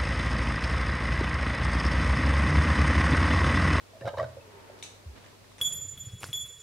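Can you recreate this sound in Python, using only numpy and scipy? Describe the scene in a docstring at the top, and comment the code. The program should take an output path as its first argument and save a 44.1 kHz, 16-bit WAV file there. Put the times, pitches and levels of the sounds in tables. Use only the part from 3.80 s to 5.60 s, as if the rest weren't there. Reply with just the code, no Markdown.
"""Gas gurgles through the water in a plastic airlock on a fermenting bucket, close by in a quiet room.
In two quick runs and a few weak stragglers, bubbles blip as they tear loose and excite the airlock's
cavity resonances; their skins burst and spatter the tube, and the air under the lid throbs.
Then come one sharp plastic click and some faint ones, a soft low bump and a brief rustle.
Beneath it all lie room tone, a low hum, a swelling wash of noise and a faint wavering drone."""
import sys
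import numpy as np
from scipy import signal
from scipy.fft import rfft, irfft
from scipy.io import wavfile

SR = 44100
rng = np.random.default_rng(int(sys.argv[2]) if len(sys.argv) > 2 else 0)


def store_pcm(level_fs):
    """Save levels as 16-bit WAV."""
    pcm = np.round(np.clip(level_fs, -1, 1) * 32767).astype(np.int16)
    wavfile.write(sys.argv[1], SR, np.atleast_2d(pcm).T)


N = 79380
T = np.arange(N) / SR

# Reverberation of the room. Each row: frequency in Hz, time to decay by 60 dB (T60) in seconds.
ROOM_DECAY = [(100, 0.18), (600, 0.4), (2000, 0.32), (4000, .42), (8000, 0.4), (15000, 0.17)]
# Likeness of the noise at the two ears. Each row: frequency in Hz, correlation.
EAR_COHERENCE = [(30, 0.87), (120, 0.33), (300, 0.23), (800, 0), (2000, 0), (5000, 0), (15000, 0)]
# Spectra of the background noises. Each row: frequency in Hz, relative level in dB.
ROOM_TONE_SPECTRUM = [(20, -13), (45, -1), (62, 1.5), (85, -2), (120, 2), (160, -4), (220, -0.5), (300, -3),
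                      (420, -5), (650, -4), (900, -9.5), (1800, -12), (4300, -13), (9000, -19.5),
                      (15500, -26.5)]
WASH_SPECTRUM = [(30, -35), (100, -15), (300, -5), (420, 0), (560, 1), (720, -5.5), (950, -3.5),
                 (1500, -9.5), (2300, -10.5), (3500, -22.5), (15000, -43)]
RUSTLE_SPECTRUM = [(30, -34), (100, 8.5), (350, 4), (1200, -1.5), (2500, -4), (5000, -12), (9000, -23),
                   (15000, -46)]
# Envelopes of the wash and the rustle. Each row: time in seconds, level in dB.
WASH_ENVELOPE = [(0, -60), (.5, -58.5), (.68, -56), (.8, -53), (.93, -54), (1.1, -56.5), (1.25, -61),
                 (1.5, -64), (1.65, -67), (1.8, -66.5)]
RUSTLE_ENVELOPE = [(1.3, -80), (1.365, -50), (1.42, -57), (1.45, -54), (1.5, -57.5), (1.62, -66)]
# Course of the drone's lower band. Each row: time in seconds, pitch in Hz, level in dB.
DRONE_PATH = [(.5, 479.4, -70), (.66, 440, -60), (.79, 392, -57), (0.921, 378, -59), (1.099, 415.4, -68.5),
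              (1.3, 400, -72)]
# Dry plastic clicks. Each row: start in seconds, then levels of snap, body and ring in dB.
PLASTIC_CLICKS = [(0.989, -51.5, -68, -58), (1.0256, -40, -44, -31.5), (1.028, -32.5, -42.5, -45),
                  (1.443, -55.5, -50.5, -53), (1.643, -59, -50.5, -76), (1.717, -55.5, -49, -72),
                  (1.7818, -45.5, -47, -51), (1.7871, -59, -46, -59)]
# Spectra of a click's snap and body and of the spray. Each row: frequency in Hz, relative level in dB.
SNAP_SPECTRUM = [(300, -16), (1200, -5.5), (2200, 0), (3700, 6.5), (4700, -4), (5900, 6), (7300, -7),
                 (9000, 0), (11000, -14.5), (15000, -25)]
BODY_SPECTRUM = [(100, 1), (500, 5), (1900, 19), (3500, -24), (15000, -53)]
SPRAY_SPECTRUM = [(30, -22), (100, -2), (200, 5.5), (330, 8.5), (800, 8.5), (1600, 1.5), (2500, -13),
                  (4000, -10), (6000, -16.5), (9000, -25), (15000, -31)]
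# Modes of the clicking plastic, the lid with its headspace, the tube and the airlock's air space.
# Each row: frequency in Hz, relative level in dB, T60 in seconds.
PLASTIC_MODES = [(2290, -8, 0.011), (2960, -8, 0.015), (3647, 0.5, 0.014), (3920, -6, 0.017)]
LID_MODES = [(87, 6, 0.9), (125.9, 1, 0.71)]
TUBE_MODES = [(874, 0.5, 0.12), (1026, -0.5, 0.12), (1310, -7, 0.1), (1578, -1.5, 0.056),
              (1777, -2.5, 0.11), (2254, 3, 0.014), (3044, -1, .015), (3830, 3.5, 0.022),
              (4880, -6.5, 0.018), (5400, -10, 0.013), (6540, -18, 0.016)]
CHAMBER_MODES = [(520.3, -0.5, 0.31), (570.6, 1, 0.29), (642, -7, 0.67), (702, -1, .5)]
# Bubble skins bursting. Each row: start in seconds, ring pitch in Hz, ring level in dB, spray level in dB.
SKIN_BURSTS = [(0.209, 2760, -48, -48.5), (0.209, 1720, -48, -50.5), (.220, 1780, -38.5, -60),
               (.254, 1494, -42, -42), (.263, 1426, -35.5, -43), (0.272, 1370, -35, -40),
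               (.276, 1612, -32.5, -36.5), (.278, 3860, -46, -46), (0.28, 2130, -38.5, -55),
               (.286, 857, -34, -40.5), (0.288, 2880, -43, -44.5), (0.303, 3200, -51, -55),
               (0.338, 1590, -43.5, -58), (.341, 948, -32, -72), (.351, 900, -34.5, -61),
               (0.371, 1083, -34, -44), (0.372, 4110, -47, -68), (0.381, 1710, -32.5, -37.5),
               (0.384, 2996, -40, -44), (.385, 1020, -24.5, -44), (.396, 1914, -28.5, -42),
               (.397, 1145, -21, -46.5), (0.405, 1122, -31, -44), (.416, 2200, -47, -49),
               (0.427, 1350, -42, -42), (.440, 1490, -33.5, -44.5), (.448, 1020, -56, -51),
               (.492, 1660, -72, -58), (0.609, 2606, -48.5, -73), (1.528, 1010, -51, -61)]
# Pushes of gas under the lid, and bubbles tearing loose in the water.
# Each row: start in seconds, pitch in Hz, level in dB, time to peak in seconds.
GAS_PUSHES = [(0.2108, 122, -43, 0.017), (0.2434, 110.3, -34, 0.0143), (0.342, 98, -41.5, 0.017),
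              (0.3764, 105.4, -35.5, 0.012), (0.4133, 114.7, -37.5, 0.015), (0.437, 119.3, -36.5, 0.014),
              (0.5758, 116.4, -54, 0.014)]
BUBBLE_RELEASES = [(0.1333, 647, -45.5, 0.0026), (0.1391, 626, -48.5, 0.0048), (0.1502, 640, -46.5, 0.0065),
                   (0.167, 627, -43, 0.0038), (0.2116, 360, -35.5, 0.0016), (0.2183, 575, -36.5, 0.0042),
                   (0.2275, 585, -35.9, 0.0051), (0.2353, 608, -34.5, 0.0029), (0.2466, 632, -31, 0.0027),
                   (0.2538, 607, -28, 0.0033), (0.2661, 570, -28, 0.0048), (0.274, 633, -24, 0.0033),
                   (0.2828, 622, -27, 0.0025), (0.2896, 630, -39, 0.0038), (0.3032, 587, -37, 0.0033),
                   (0.3347, 584, -31.5, 0.0022), (0.3438, 540, -34.5, 0.0029), (0.3736, 559, -29, 0.0047),
                   (0.3899, 616.6, -24, 0.0071), (0.4037, 610, -20.5, 0.0059), (0.4148, 633, -24.5, 0.0029),
                   (0.4291, 589, -23, 0.0041), (0.4447, 598, -32.5, 0.0055), (0.455, 584, -37.5, 0.0075),
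                   (0.485, 602, -46, 0.0085), (0.5261, 629, -47, 0.0032), (0.5679, 550, -36.5, 0.0049),
                   (0.5821, 520, -41, 0.0025), (0.8982, 597, -37.5, 0.0028)]


def amp(db):
    """Amplitude grows tenfold for every 20 dB."""
    return 10 ** (np.asarray(db) / 20)


def unit_rms(x):
    """Normalisation to a mean power of one."""
    return x / np.sqrt(np.mean(x ** 2) + 1e-20)


def curve_at(points, hz):
    """Interpolation along a logarithmic frequency axis."""
    frequencies, values = np.transpose(points)
    return np.interp(np.log(hz + 1), np.log(frequencies), values)


def add(mix, start_s, sound):
    """Superposition: a sound adds to the mix from its start time on."""
    part = mix[max(round(start_s * SR), 0):][:len(sound)]
    part += sound[:len(part)]


def colour(x, spectrum, size=4096):
    """Minimum-phase filtering: a causal response of unit energy imposes a spectrum."""
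    log_gain = np.log(amp(curve_at(spectrum, abs(np.fft.fftfreq(size, 1 / SR)))))
    response = np.exp(np.conj(signal.hilbert(log_gain)))
    taps = np.fft.ifft(response).real[:size // 2]
    return signal.fftconvolve(x, taps / np.linalg.norm(taps))[:N]


def blip(hz, swell_s, glide_per_s, shape):
    """A transient oscillation: it peaks at swell_s and dies while its pitch glides exponentially."""
    t = np.arange(0, 10 * swell_s, 1 / SR)
    envelope = (t / swell_s * np.exp(1 - t / swell_s)) ** shape
    pitch = hz * np.exp(glide_per_s * t)
    return envelope * np.sin(2 * np.pi * np.cumsum(pitch) / SR)


def ring(hz, t60, rise_s=1e-5):
    """A damped mode: a sinusoid builds up and decays exponentially."""
    t = T[:SR]
    envelope = (1 - np.exp(-t / rise_s)) * np.exp(-np.log(1000) * t / t60)
    return envelope * np.sin(2 * np.pi * hz * t)


def burst(swell_s, per_s, size=1500):
    """Shot noise: random impulses swell and die, with a total energy set by swell_s."""
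    impulses = rng.choice([-1., 1.], size) * rng.uniform(0.38, 1, size)
    impulses *= rng.random(size) < per_s / SR
    impulses *= T[:size] / swell_s * np.exp(-T[:size] / swell_s)
    return impulses / (np.linalg.norm(impulses) + 1e-12) * np.sqrt(swell_s * SR / 2)


def noise(spectrum):
    """Partial coherence: coloured stereo noise, alike at the two ears only in the bass."""
    hz = np.fft.rfftfreq(N, 1 / SR)
    mid, side = rfft(rng.standard_normal((2, N)))
    coherence = curve_at(EAR_COHERENCE, hz)
    mid, side = mid * np.sqrt(1 + coherence), side * np.sqrt(1 - coherence)
    ears = np.array([mid + side, mid - side])
    return unit_rms(irfft(ears * amp(curve_at(spectrum, hz)), N))


def noise_band(hz, width_hz):
    """Random modulation spreads a tone into a narrow band of noise."""
    offset_hz = np.fft.fftfreq(N, 1 / SR)
    real, imaginary = rng.standard_normal((2, N))
    flutter = np.fft.ifft((real + 1j * imaginary) / (1 + (2 * offset_hz / width_hz) ** 2))
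    carrier = np.exp(2j * np.pi * np.cumsum(hz * np.ones(N)) / SR)
    return unit_rms((flutter * carrier).real)


def cavity(x, modes):
    """Forced resonance: a sound is heard with the cavity modes that it excites."""
    response = sum(amp(db) * ring(hz, t60) * 2 * np.log(1000) / (t60 * SR) for hz, db, t60 in modes)
    return x + signal.fftconvolve(x, response)[:N]


def room(x, tail_db, near_db, near_s, pan_db):
    """Reverberation: scatter off nearby surfaces and a small room's tail follow the direct sound."""
    t = T[:SR // 2]
    hz, frame_s, spectra = signal.stft(rng.standard_normal((2, len(t))), SR, nperseg=256)
    decay = np.exp(-np.log(1000) * frame_s / curve_at(ROOM_DECAY, hz)[:, None])
    tail = signal.istft(spectra * decay, SR, nperseg=256)[1][:, :len(t)]
    tail *= t > 0.0073  # the tail arrives 7.3 ms late
    near = rng.standard_normal(tail.shape) * np.exp(-t / near_s)
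    response = (amp(tail_db) * unit_rms(tail) + amp(near_db) * unit_rms(near)) / np.sqrt(len(t))
    reflections = signal.fftconvolve(x[None], response, axes=1)[:, :N]
    return (x + reflections) * amp([[pan_db / 2], [-pan_db / 2]])


def room_tone(level_db=-56):
    """Stationary broadband noise, strongest in the bass."""
    return amp(level_db) * noise(ROOM_TONE_SPECTRUM)


def hum(hz=99, rms_db=-61.5):
    """Simple harmonic motion: one steady low tone."""
    return amp(rms_db) * np.sqrt(2) * np.sin(2 * np.pi * (hz * T + rng.random()))


def wash():
    """Slow amplitude modulation: faint midrange noise swells and recedes."""
    return noise(WASH_SPECTRUM) * amp(np.interp(T, *np.transpose(WASH_ENVELOPE)))


def drone():
    """Two soft, far resonances waver as narrow-band noise; they swell together and the lower glides."""
    times, hz, db = np.transpose(DRONE_PATH)
    lower = noise_band(np.interp(T, times, hz), width_hz=34)
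    upper = amp(-5.5) * noise_band(hz=903, width_hz=79)
    return amp(np.interp(T, times, db)) * (lower + upper)


def rustle(grain_s=0.004, depth_db=3):
    """Fast random amplitude modulation makes a brief swell of noise grainy."""
    grain = unit_rms(signal.lfilter([1], [1, -np.exp(-1 / (grain_s * SR))], rng.standard_normal(N)))
    texture = unit_rms(noise(RUSTLE_SPECTRUM) * amp(depth_db * grain))
    return texture * amp(np.interp(T, *np.transpose(RUSTLE_ENVELOPE)))


def bump(start_s=1.261, level_db=-35.5):
    """A soft impact: a heavily damped low oscillation that sags in pitch."""
    thud = np.zeros(N)
    add(thud, start_s, amp(level_db) * blip(hz=88, swell_s=0.018, glide_per_s=-5.5, shape=0.98))
    return thud


def clicks(echo_s=0.006, echo_db=0.5):
    """Impulse excitation: plastic snaps and rings in its modes; the nearest wall reflects the snap."""
    snap, body, tone = np.zeros((3, N))
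    modes = sum(amp(db) * ring(hz, t60, rise_s=0.00048) for hz, db, t60 in PLASTIC_MODES)
    for start, snap_db, body_db, ring_db in PLASTIC_CLICKS:
        crack = burst(swell_s=0.00092, per_s=30000)
        add(snap, start, amp(snap_db) * crack)
        add(body, start, amp(body_db) * crack)
        add(tone, start, amp(ring_db) * modes)
    snap, body = colour(snap, SNAP_SPECTRUM), colour(body, BODY_SPECTRUM)
    wall = np.array([burst(swell_s=0.00085, per_s=7100) for ear in "LR"])
    echo = signal.fftconvolve(snap[None], wall / np.linalg.norm(wall[0]), axes=1)
    echo = np.pad(echo, ((0, 0), (round(echo_s * SR), 0)))[:, :N]
    return (room(snap, tail_db=5, near_db=-1.5, near_s=0.0064, pan_db=-0.2) + amp(echo_db) * echo
            + room(tone + body, tail_db=-1, near_db=0.5, near_s=0.0019, pan_db=0.5))


def lid_throb():
    """Each push of gas drives the low resonances of the lid and the air beneath it."""
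    pushes = np.zeros(N)
    for start, hz, db, swell_s in GAS_PUSHES:
        add(pushes, start, amp(db) * blip(hz, swell_s, glide_per_s=0, shape=1.84))
    return cavity(pushes, LID_MODES)


def pops():
    """Film rupture: bursting skins ring briefly, and the impacts of their spray excite the tube's modes."""
    rings, drops = np.zeros((2, N))
    for start, hz, ring_db, spray_db in SKIN_BURSTS:
        add(rings, start, amp(ring_db) * ring(hz, t60=0.04, rise_s=0.0016))
        add(drops, start, amp(spray_db) * burst(swell_s=0.0027, per_s=3500))
    tube = sum(amp(db) * ring(hz, t60) for hz, db, t60 in TUBE_MODES)
    struck_tube = amp(0.5) * signal.fftconvolve(drops, tube / np.linalg.norm(tube))[:N]
    spray = amp(4) * colour(drops, SPRAY_SPECTRUM)
    return (room(rings, tail_db=-12.5, near_db=-21, near_s=0.0029, pan_db=-2.0)
            + room(struck_tube + spray, tail_db=-9.5, near_db=-8.5, near_s=0.0024, pan_db=-0.6))


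def bubbles():
    """Bubble resonance: each bubble pulsates as it tears loose and sets the airlock's air space ringing."""
    blips = np.zeros(N)
    for start, hz, db, swell_s in BUBBLE_RELEASES:
        add(blips, start, amp(db) * blip(hz, swell_s, glide_per_s=0.05, shape=2))
    return room(cavity(blips, CHAMBER_MODES), tail_db=-17, near_db=-26, near_s=0.008, pan_db=-1.8)


def scene():
    """Linear superposition: the pressures of all sources add at each ear."""
    gurgle = bubbles() + pops()
    thuds = room(lid_throb() + bump(), tail_db=-21, near_db=-30, near_s=0.012, pan_db=-0.1)
    return gurgle + thuds + clicks() + hum() + wash() + rustle() + room_tone() + drone()


def record(dry):
    """Band limiting: a linear-phase low-pass filter removes the highest treble."""
    lowpass = signal.firwin(511, cutoff=15700, window=("kaiser", 9), fs=SR)
    return signal.oaconvolve(dry, lowpass[None], "same")


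dry = scene()
out = record(dry)
store_pcm(out)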